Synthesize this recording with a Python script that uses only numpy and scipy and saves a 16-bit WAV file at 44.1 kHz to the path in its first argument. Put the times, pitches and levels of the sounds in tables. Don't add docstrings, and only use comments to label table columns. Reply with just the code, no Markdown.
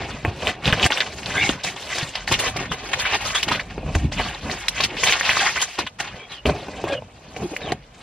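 import sys
import numpy as np
from scipy import signal
from scipy.io import wavfile
from scipy.ndimage import uniform_filter1d

SR = 44100
rng = np.random.default_rng(int(sys.argv[2]) if len(sys.argv) > 2 else 0)


def dump(signal):
    limited = np.clip(np.atleast_2d(signal).T, -1, 1)
    pcm = np.round(limited * 32767).astype(np.int16)
    wavfile.write(sys.argv[1], SR, pcm)


N = 353946

# (time [s], paper level [dB], crispness [dB], rub level [dB], thud level [dB])
SLACK_HANDS = [(0.0, -31, -15.5, -32.5, -29), (0.25, -42.5, -4, -44.5, -38), (0.6, -47, -12, -41, -35),
               (1.12, -47.5, -5, -50, -49), (1.61, -71, -37, -54, -48), (1.8, -36.5, 3, -40, -44),
               (2.24, -48, -15, -45.5, -45), (2.68, -52, -14, -56, -33), (2.8, -35.5, -16, -40, -41),
               (3.64, -46.5, -3.5, -46.5, -40.5), (4.09, -59, -6, -44, -33), (4.6, -35.5, -4.5, -53, -45),
               (4.95, -40.5, -8, -35.5, -38), (5.55, -59, -22, -58, -50), (5.68, -40.5, -10, -56, -53),
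               (5.76, -40, 1, -64, -54), (5.85, -63, -19, -52, -32.5), (5.89, -60, -8, -70, -42.5),
               (5.975, -70, 2, -75, -42), (6.06, -52, -9, -58, -51), (6.15, -43.5, -14, -40.5, -45),
               (6.41, -53, -10, -63, -63), (6.6, -45, 0, -41, -47), (7.06, -57, -2, -55.5, -48),
               (7.55, -45.5, -2, -38, -41), (7.82, -61, -4, -66, -46), (8.03, -51, 1, -44, -50)]
# (peak time [s], build-up [s], release [s], paper level [dB],
# crispness [dB], rub level [dB], thud level [dB])
PULLS = [(0.27, 0.051, 0.15, -37.5, -11, -33.5, -29), (0.495, 0.2, 0.044, -29.5, -2, -25, -28.5),
         (0.67, 0.057, 0.19, -21, -12, -26.5, -17), (0.78, 0.033, 0.16, -28, -26, -26.5, -40),
         (0.865, 0.11, 0.014, -21.5, 1, -20, -23.5), (0.98, 0.26, 0.21, -30, -2, -31.5, -48),
         (1.36, 0.23, 0.42, -25, -8.5, -34.5, -39), (1.5, 0.84, 0.13, -42, 11.5, -33.5, -29.5),
         (1.65, 0.021, 0.15, -27, -2, -34, -34.5), (2.002, 0.33, 0.17, -28.5, -0.5, -35, -48),
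         (2.17, 0.075, 0.17, -33.5, -9, -58, -44), (2.33, 0.088, 0.051, -28, 1.5, -31, -28),
         (2.479, 0.28, 0.068, -25.5, -6, -29, -34), (2.61, 0.14, 0.14, -27, -14.5, -31.5, -33),
         (2.73, 0.042, 0.054, -31, -8, -30, -44), (3.02, 0.41, 0.27, -31.5, -9, -44, -35),
         (3.151, 0.085, 0.037, -17.5, -14, -28, -24.5), (3.26, 0.11, 0.29, -26, -4.5, -38, -37),
         (3.53, 0.22, 0.13, -33.5, -3, -28, -28), (3.89, 0.31, 0.13, -49, -7, -38, -24.5),
         (3.96, 0.21, 0.31, -39, -3, -51, -25.5), (4.197, 0.082, 0.35, -26, -8.5, -37, -32),
         (4.491, 0.13, 0.18, -36.5, -2.5, -29.5, -30), (4.831, 0.14, 0.079, -24, -5, -47, -31),
         (5.08, 0.15, 0.14, -20.5, 0.5, -48, -29), (5.3, 0.16, 0.64, -25.5, -0.5, -50, -33),
         (5.45, 0.73, 0.14, -20.5, -8.5, -55, -58), (5.6, 0.05, 0.055, -29, -12, -44, -56),
         (5.627, 0.055, 0.045, -22, -2.5, -41, -42), (5.791, 0.033, 0.09, -27, -12, -30.5, -36),
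         (6.0, 0.011, 0.25, -31.5, -10, -39, -39), (6.319, 0.051, 0.12, -37, -6, -44, -42.5),
         (6.468, 0.023, 0.23, -40, 0, -23, -23), (6.93, 0.63, 0.084, -41, -5.5, -32.5, -32.5),
         (7.43, 0.2, 0.073, -55, 9, -34, -34.5), (7.691, 0.22, 0.11, -35.5, -16, -30, -28)]
# (time [s], level [dB], t60 [s], crispness [dB])
CRUMPLES = [(0.2503, -27, 0.031, -1), (0.4199, -7.5, 0.056, -23), (0.4614, -20, .07, -10),
            (0.4703, -5, 0.16, -15), (0.619, -22, 0.4, -16), (0.639, -10, 0.068, -6),
            (0.654, -14, 0.037, -6), (0.675, -15, .04, -13), (0.725, -1, 0.086, -16),
            (0.7956, -6, 0.13, -22), (0.832, -19, 0.062, -8), (0.8624, 1.5, 0.022, 4.5),
            (0.9033, -3.5, 0.065, -3), (0.919, -4, 0.071, -23), (0.9727, -7, 0.1, -13),
            (1.003, 3, 0.062, -21), (1.0597, -10.5, 0.074, -12), (1.121, -17.5, 0.067, -29),
            (1.181, -13.5, 0.077, -27), (1.2306, -12, 0.028, -5), (1.2595, -12, 0.055, -19),
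            (1.3618, -17, .082, -9), (1.4905, -3, 0.038, -10), (1.6337, -17, 0.053, 12),
            (1.6625, -15, 0.16, -1), (1.757, -16.5, 0.12, -5), (1.9812, 3.5, 0.032, -1.5),
            (2.153, -2, 0.025, -5), (2.272, -9.5, 0.11, -2), (2.316, 2.5, 0.062, -9),
            (2.336, -4, 0.06, 0.5), (2.387, -10.5, 0.11, 7), (2.459, -5, 0.09, -15), (2.562, -6, 0.038, -5),
            (2.715, -2.5, 0.063, -14.5), (2.914, -12.5, 0.071, -8), (2.93, 6, 0.041, -16),
            (2.9846, -13.5, 0.25, -2.5), (3.0483, -10, 0.47, -17), (3.1198, -5, 0.09, -14),
            (3.206, -14.5, 0.086, 2), (3.345, -8.5, 0.16, 1.5), (3.4262, -5, 0.042, 5),
            (3.4787, -4, 0.096, -7), (3.5094, -7, 0.22, -11), (3.592, -4.5, 0.071, -18),
            (3.697, -20, 0.12, -24), (3.949, 2.5, 0.031, -1.5), (4.115, -14.5, 0.15, 0),
            (4.497, -23.5, 0.31, 2.5), (4.6828, 5, 0.011, 19.5), (4.7466, -21, 0.089, 2),
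            (4.8035, -7, 0.041, 4), (4.837, -5.5, 0.063, 2), (4.964, -9.5, 0.063, -13),
            (5.031, -3.5, 0.081, 2.5), (5.074, -14, 0.16, 0.5), (5.1233, -3, 0.16, -25),
            (5.194, -4, 0.024, 11), (5.209, -11, 0.033, 1), (5.2579, -8.5, 0.29, -23),
            (5.293, -3, 0.095, -12), (5.459, 0, 0.056, -23), (5.556, -8.5, 0.13, -10),
            (5.613, -6, 0.05, 8.5), (5.7848, -7, 0.065, 0.5), (5.864, -7, 0.057, -11),
            (5.985, -18.5, 0.11, -4.5), (5.9982, 0.5, 0.044, -4.5), (6.0705, -15, 0.1, -15),
            (6.319, -11, 0.042, -7), (6.4556, -15, 0.13, 0.5), (6.494, 0.5, 0.038, -21),
            (6.877, -10.5, 0.061, -5.5), (6.9162, -18.5, 0.22, -13), (7.361, -23, 0.064, 6),
            (7.563, -13, 0.019, 4.5), (7.7189, -11, 0.011, 15.5)]
# (time [s], level [dB], pitch [Hz])
SNAPS = [(0.2501, -5, 1930), (0.4711, 0.5, 2820), (0.6564, 0, 3500), (0.677, -4, 3000), (0.726, 2, 3000),
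         (0.7302, 0, 1590), (0.797, -4, 2970), (0.829, 1.5, 3470), (0.8326, 2, 2930), (0.8431, 4, 2860),
         (0.853, -8, 1970), (0.863, 0.5, 1840), (0.904, -7, 2420), (0.9212, 0.5, 3040), (0.974, -4.5, 2700),
         (1.005, 4, 3870), (1.013, -3, 3630), (1.2316, -17.0, 2580), (1.2599, -4, 4230), (1.32, -15, 2390),
         (1.439, -7, 2370), (1.492, 0.5, 3300), (1.4974, -9.5, 1410), (1.983, -20, 3400),
         (2.156, -11, 3130), (2.2775, -7.5, 2020), (2.341, -1, 3120), (2.3914, -13, 1980),
         (2.7172, -9, 1340), (2.9359, -17, 2620), (2.9377, -16, 1730), (3.142, -8, 2450), (3.431, -4, 2750),
         (3.599, -17, 2350), (3.952, -11.5, 1720), (4.201, -11.5, 1700), (4.4979, -10.5, 1970),
         (4.5147, -6, 4400), (4.684, -3, 2940), (4.805, -3, 2530), (4.808, -1.5, 3930), (4.8373, 4, 4630),
         (4.84, -1.5, 2800), (4.849, -6, 2780), (5.036, 0, 2220), (5.0387, -6, 2670), (5.0743, 1, 2610),
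         (5.1241, 2.5, 2460), (5.2104, -2, 1880), (5.259, -13, 2220), (5.293, 2.5, 2000), (5.333, -7, 1920),
         (5.37, -3.5, 1250), (5.56, -11, 1820), (5.616, -13, 2380), (5.7902, -9.5, 1040),
         (5.866, -22, 2130), (6.002, -11, 1740), (6.4577, -3, 2760), (7.3642, -17, 2400), (7.565, -8, 2180),
         (7.7213, -10.5, 1920), (7.7215, -11, 4200)]
# (frequency [Hz], level per hertz [dB])
PAPER_COLOUR = [(200, -22), (400, -9), (800, -3.5), (1400, 2), (2600, 2), (4500, -4.5), (7000, -11),
                (11000, -26.5), (16000, -49)]
# (time [s], level [dB], frequency around which this spot rings [Hz])
KNOCKS = [(0.249, -12, 920), (0.252, -15, 315), (0.277, -10.5, 96), (0.677, -4.5, 140), (0.699, -41, 143),
          (0.726, -4.5, 150), (0.906, -14.5, 840), (1.493, -7.5, 232), (1.513, -21, 96), (1.644, -21, 715),
          (2.028, -13.5, 137), (2.314, -16.5, 1140), (2.561, -18.5, 613), (2.712, -17, 138),
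          (3.779, -16.5, 420), (3.781, -21, 140), (3.829, -28, 700), (3.862, -12.5, 144), (3.876, -16, 140),
          (3.889, -15, 144), (3.903, -22, 144), (3.957, -2, 52), (3.951, -15, 372), (3.953, -23, 950),
          (4.012, -26, 75), (4.044, -26, 422), (4.12, -25.5, 680), (4.122, -24, 88), (4.198, -12.5, 870),
          (4.802, -19.5, 1090), (5.03, -25, 1090), (5.785, -17, 674), (6.144, -25, 138), (6.455, -9.5, 410),
          (6.494, -12, 810), (6.529, -23, 550), (6.684, -17.5, 384), (6.841, -14.5, 550), (6.922, -23, 590),
          (7.022, -27, 760), (7.363, -26, 540), (7.429, -21, 380), (7.433, -20, 200), (7.517, -21.5, 300),
          (7.534, -25, 685), (7.702, -28, 1090), (7.7216, -14.5, 690), (7.727, -28, 150)]
# (frequency [Hz], t60 [s])
WALL_MODES = [(52, 0.067), (95, 0.14), (143, 0.051), (235, 0.03), (320, 0.049), (420, 0.043), (550, 0.035),
              (720, 0.024), (880, 0.04), (1090, 0.061)]
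# (frequency [Hz], level per hertz [dB])
CARD_COLOUR = [(88, -54.5), (150, -16.5), (404, -2), (446, -4.5), (566, -4), (1380, -15.5), (2110, -23),
               (2520, -11), (3000, -21), (3900, -63), (6600, -120)]
# (frequency [Hz], level per hertz [dB])
SEAT_COLOUR = [(32, -22.5), (55, -3.5), (140, -3), (300, -10.5), (390, -29.5), (660, -120)]
# (time [s], rumble level [dB])
ROCKING = [(0.0, -53), (0.5, -57), (1.81, -71), (2.39, -36), (2.59, -45), (3.73, -42), (3.96, -28),
           (4.38, -41.5), (5.43, -50), (5.56, -65), (6.26, -67), (6.44, -44), (6.97, -68), (7.6, -47),
           (8.03, -55)]
# (frequency [Hz], level per hertz [dB])
AIR_COLOUR = [(18, -24), (30, -6), (145, -4), (300, -13.5), (500, -2), (3500, -23.5), (8000, -35),
              (12000, -45), (15600, -68)]
# (start [s], end [s], level [dB], first pitch [Hz], last pitch [Hz],
# resonator width [Hz])
SQUEAKS = [(1.342, 1.41, -24, 1515, 1730, 150), (1.362, 1.45, -17.5, 2066, 2320, 190),
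           (1.42, 1.482, -21.5, 2320, 2130, 190), (1.416, 1.446, -21, 2800, 2690, 200),
           (2.687, 2.724, -36, 3470, 3520, 200), (3.337, 3.398, -19.5, 3310, 3620, 298),
           (6.143, 6.286, -43, 3020, 3370, 250), (6.154, 6.277, -44, 2470, 2204, 300),
           (6.291, 6.343, -37, 4040, 3810, 300), (6.318, 6.417, -38.5, 3440, 2780, 248),
           (6.846, 7.005, -27.5, 593.5, 517, 111), (6.85, 6.897, -36, 1013, 1087, 150),
           (6.856, 6.972, -36.5, 1620, 1570, 200), (1.358, 1.436, -26, 3420, 3640, 300),
           (1.435, 1.473, -31, 3930, 3880, 250), (6.892, 7.004, -35.5, 3620, 2760, 300),
           (6.912, 6.955, -30.5, 2450, 2510, 250), (7.603, 7.722, -36.5, 4260, 2480, 250),
           (5.4, 5.49, -33, 825, 659, 150), (7.415, 7.469, -29, 453, 294, 70),
           (7.412, 7.461, -27, 204, 176, 40)]
# (frequency [Hz], width [Hz], lift [dB])
BOX_AIR = [(749, 170, 5.5), (1050, 76, 3), (1333, 230, -5)]
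# (frequency [Hz], t60 [s])
CABIN_DECAY = [(100, 0.11), (1000, 0.031), (10000, 0.046)]
# (time [s], level of the port difference [dB])
ASIDE = [(0, -2.5), (.6, -5.5), (1.1, -3), (1.5, -1.5), (2.1, -4.5), (2.4, 2.5), (3, 4.5), (3.4, 1.5),
         (3.8, -3.5), (4.4, 0), (5, 0), (5.5, 1.5), (5.8, -0.5), (6.3, 1), (6.5, -3.5), (7, -5), (7.5, 4),
         (8.03, -7)]
# (frequency [Hz], gain [dB])
SUM_COLOUR = [(18, -12), (40, -1.5), (3000, -2.5), (6000, -10), (8500, -15), (10500, -23.5), (15500, -19.5)]
# (frequency [Hz], gain [dB])
DIFFERENCE_COLOUR = [(60, -43), (160, -34), (300, -20), (740, -17), (1200, -6), (2000, -15), (3300, -4.5),
                     (5500, -2), (9000, 1.5), (15500, 12.5)]

SLACK_DB = -34.5
HOLD = 1.475
CREST_DB, CRUMPLE_RISE_S = 9.5, 0.0058
TICKS_PER_S, TICKS_DB = 320., -5
HARD_HZ = 690
SPOT_OCTAVES = 0.16
STEADY = 0.45
AIR_DB, EDGE_HZ = -52, 15700


def gain_of(db):
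    return 10 ** (np.asarray(db) / 20)


def evened(x):
    return x / np.sqrt(np.mean(x ** 2) + 1e-20)


def read(points, hz):
    f, value = np.transpose(points)
    return np.interp(np.log(hz + 1), np.log(f + 1), value)


def curve(rows, axis):
    rows = np.array(rows)
    return np.interp(np.arange(N) / SR, rows[:, 0], rows[:, axis])


def add(mix, s, sound):
    part = mix[round(s * SR):][:len(sound)]
    part += sound[:len(part)]


def colour(x, points):
    size = 8192
    gain_db = np.maximum(read(points, abs(np.fft.fftfreq(size, 1 / SR))), -100)
    log_gain = gain_db * np.log(10) / 20
    taps = np.fft.ifft(np.exp(np.conj(signal.hilbert(log_gain)))).real[:size // 2]
    return signal.oaconvolve(x, taps)[:N]


def resonate(x, hz, width):
    turn = np.exp(2j * np.pi * np.cumsum(hz * np.ones(len(x))) / SR)
    r = np.exp(-np.pi * width / SR)
    return 2 * (turn * signal.lfilter([1 - r], [1, -r], x / turn)).real


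def clumps(rate_hz, depth_db):
    slow = signal.lfilter([1], [1, -np.exp(-2 * np.pi * rate_hz / SR)], rng.standard_normal(N))
    return evened(gain_of(depth_db * evened(uniform_filter1d(slow, 60))))


def hand(layer):
    slack_levels = [curve(SLACK_HANDS, axis=k) for k in range(1, 5)]
    power = gain_of(2 * layer(*slack_levels))
    for s, build, release, *levels in PULLS:
        start = max(s - 2 * build, 0)
        t = np.arange(start - s, 2 * release, 1 / SR)
        away = np.maximum(-t / build, t / release) ** HOLD
        add(power, start, gain_of(2 * (layer(*levels) + SLACK_DB * away)))
    return power


def pop(hz, cycles):
    u = np.arange(int(5 * cycles * SR / hz) + 2) * hz / SR / cycles
    envelope = np.e * 2 * u * np.exp(-2 * u)
    return envelope * np.sin(2 * np.pi * cycles * u)


def grains(lo_hz, hi_hz, per_s, cycles, spread_db, count):
    pitches = np.geomspace(lo_hz, hi_hz, count)
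    rows = []
    for hz in pitches:
        hit = rng.random(N) < per_s * np.sqrt(hz / lo_hz) / SR
        hits = hit.sum()
        sizes = gain_of(spread_db * np.minimum(rng.exponential(1, hits), 5))
        train = np.zeros(N)
        train[hit] = sizes * rng.choice([-1, 1], hits)
        rows.append(np.sqrt(hz) * evened(signal.oaconvolve(train, pop(hz, cycles))[:N]))
    return pitches, np.array(rows)


def patches(count, length_s, depth_db):
    step = 128
    field = rng.standard_normal((N // step + 2, count)).T
    field = uniform_filter1d(field, max(round(length_s * SR / step), 1), axis=1)
    field = uniform_filter1d(field, size=5, axis=0)
    gains = evened(gain_of(depth_db * evened(field)))
    return np.array([np.interp(np.arange(N) / step, np.arange(len(row)), row) for row in gains])


def crease_ticks():
    sizes = gain_of(3.0 * np.minimum(rng.exponential(1, N), 4))
    ticks = (rng.random(N) < TICKS_PER_S / SR) * sizes * rng.choice([-1, 1], N)
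    return gain_of(TICKS_DB) * evened(colour(ticks, PAPER_COLOUR))


def crease_snaps():
    snaps = np.zeros(N)
    for s, db, hz in SNAPS:
        add(snaps, s, gain_of(db) * pop(hz, cycles=1.47))
        add(snaps, s, gain_of(db - 6.0) * pop(4.8 * hz, cycles=0.29))
    return snaps


def paper():
    power = hand(lambda paper_db, *_: paper_db)
    crisp = hand(lambda paper_db, crisp_db, *_: paper_db + crisp_db)
    t = np.arange(SR // 4) / SR
    for s, db, t60, crisp_db in CRUMPLES:
        fade_db = db - CREST_DB - 60 * t / max(t60, .01)
        burst = gain_of(2 * fade_db) * (1 - np.exp(-t / CRUMPLE_RISE_S)) ** 2
        add(power, s, burst)
        add(crisp, s, burst * gain_of(2 * crisp_db))
    pitches, rows = grains(300, 15500, per_s=80., cycles=3.34, spread_db=1.5, count=36)
    rows = rows * patches(len(rows), length_s=.025, depth_db=3.0)
    share = 1 / (1 + (4800 / pitches) ** 4)
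    body = colour((1 - share) @ rows, PAPER_COLOUR)
    fine = colour(share @ rows, PAPER_COLOUR)
    crackle = (body * np.sqrt(power) + fine * np.sqrt(crisp) * gain_of(14.0)) / np.std(body)
    crackle = crackle + crease_ticks() * np.sqrt(power)
    fits = clumps(rate_hz=11.0, depth_db=1.0) * clumps(rate_hz=43.0, depth_db=0.3)
    return crackle * fits + crease_snaps()


def cardboard():
    rows = grains(150, 3000, per_s=180., cycles=1.98, spread_db=2.0, count=16)[1]
    slips = evened(colour(rows.sum(0), CARD_COLOUR))
    rub = np.sqrt(hand(lambda paper_db, crisp_db, rub_db, thud_db: rub_db))
    out = slips * rub * gain_of(-1.0) * clumps(rate_hz=39.0, depth_db=2.5)
    t = np.arange(SR // 8) / SR
    hz, t60 = np.transpose(WALL_MODES)
    fades = gain_of(-60 * t / t60[:, None])
    modes = fades * np.sin(2 * np.pi * hz[:, None] * t)
    click = np.exp(-t / 0.00027)
    for s, db, spot_hz in KNOCKS:
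        reach = np.exp(-.5 * (np.log2(hz / spot_hz) / SPOT_OCTAVES) ** 2)
        reach = reach / reach.sum()
        grit = slips[round(s * SR):][:len(t)] * (reach @ fades)
        hardness = min(spot_hz / HARD_HZ, 1)
        add(out, s, gain_of(db) * (0.89 * (reach @ modes) + hardness * (0.53 * grit + 0.5 * click)))
    return out


def thuds():
    shake = np.sqrt(hand(lambda *levels: levels[-1]))
    lumps = evened(colour(rng.standard_normal(N), SEAT_COLOUR)) * shake * clumps(rate_hz=3.3, depth_db=4.0)
    deep = resonate(resonate(rng.standard_normal(N), 46.0, 25.), 46.0, 25.)
    return lumps + evened(deep) * gain_of(curve(ROCKING, axis=1))


def cabin_air():
    return gain_of(AIR_DB) * evened(colour(rng.standard_normal(N), AIR_COLOUR))


def squeaks():
    out, fits = np.zeros(N), clumps(rate_hz=90., depth_db=1.5)
    for start, end, db, first_hz, last_hz, width in SQUEAKS:
        pitch = np.linspace(first_hz, last_hz, round((end - start) * SR))
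        slips = rng.standard_normal(len(pitch))
        rough = resonate(resonate(slips, pitch, width), pitch, width)
        wander_hz = 0.32 * width * evened(uniform_filter1d(slips, 300))
        even = np.sin(2 * np.pi * np.cumsum(pitch + wander_hz) / SR)
        whistle = STEADY * evened(even) + (1 - STEADY) * evened(rough)
        whistle = evened(whistle * fits[round(start * SR):][:len(pitch)])
        add(out, start, gain_of(db) * whistle * signal.windows.tukey(len(pitch), .5))
    return out


def box_air(x):
    return x + sum((gain_of(db) - 1) * resonate(x, hz, width) for hz, width, db in BOX_AIR)


def cabin(x):
    length, turn = SR // 4, np.arange(N) / SR * 22.
    out = np.zeros((2, N))
    for k in range(3):
        taps = np.zeros((2, length))
        at = np.arange(60, length - 5, 5) + rng.integers(0, 5, (2, (length - 61) // 5))
        np.put_along_axis(taps, at, rng.choice([-1., 1.], at.shape), 1)
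        hz, t, z = signal.stft(taps, SR, nperseg=128)
        fades = gain_of(-60 * t / read(CABIN_DECAY, hz)[:, None])
        tail = signal.istft(z * fades, SR, nperseg=128)[1]
        fed = x * np.sqrt(2 / 3) * np.cos(turn + k * np.pi / 3)
        out += signal.oaconvolve(fed[None], tail / np.linalg.norm(tail[0]), axes=1)[:, :N]
    return out


def scene():
    dry = box_air(paper() + cardboard() + squeaks())
    near, across = cabin(dry)
    low, aside_db = thuds(), curve(ASIDE, axis=1)
    common = dry + gain_of(-7.5) * near
    high_pass = signal.butter(4, 9000, "high", fs=SR, output="sos")
    top = signal.sosfiltfilt(high_pass, common)
    common = common + (gain_of(-2.5 * aside_db) - 1) * top
    common = common + low + cabin_air()
    apart = gain_of(-24.0) * np.roll(dry, 3) + gain_of(-5.0) * across
    apart = gain_of(aside_db) * apart + gain_of(-7.5) * np.roll(low, 40) + gain_of(7.5) * cabin_air()
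    return np.array([common, apart])


def record(dry):
    common, apart = colour(dry[0], SUM_COLOUR), colour(dry[1], DIFFERENCE_COLOUR)
    pair = np.array([common + apart, common - apart])
    pair = 1.1 * np.tanh(pair / 1.1)
    low_pass = signal.firwin(511, EDGE_HZ, window=("kaiser", 9), fs=SR)
    return signal.oaconvolve(pair, low_pass[None], "same")


dry = scene()
out = record(dry)
dump(out)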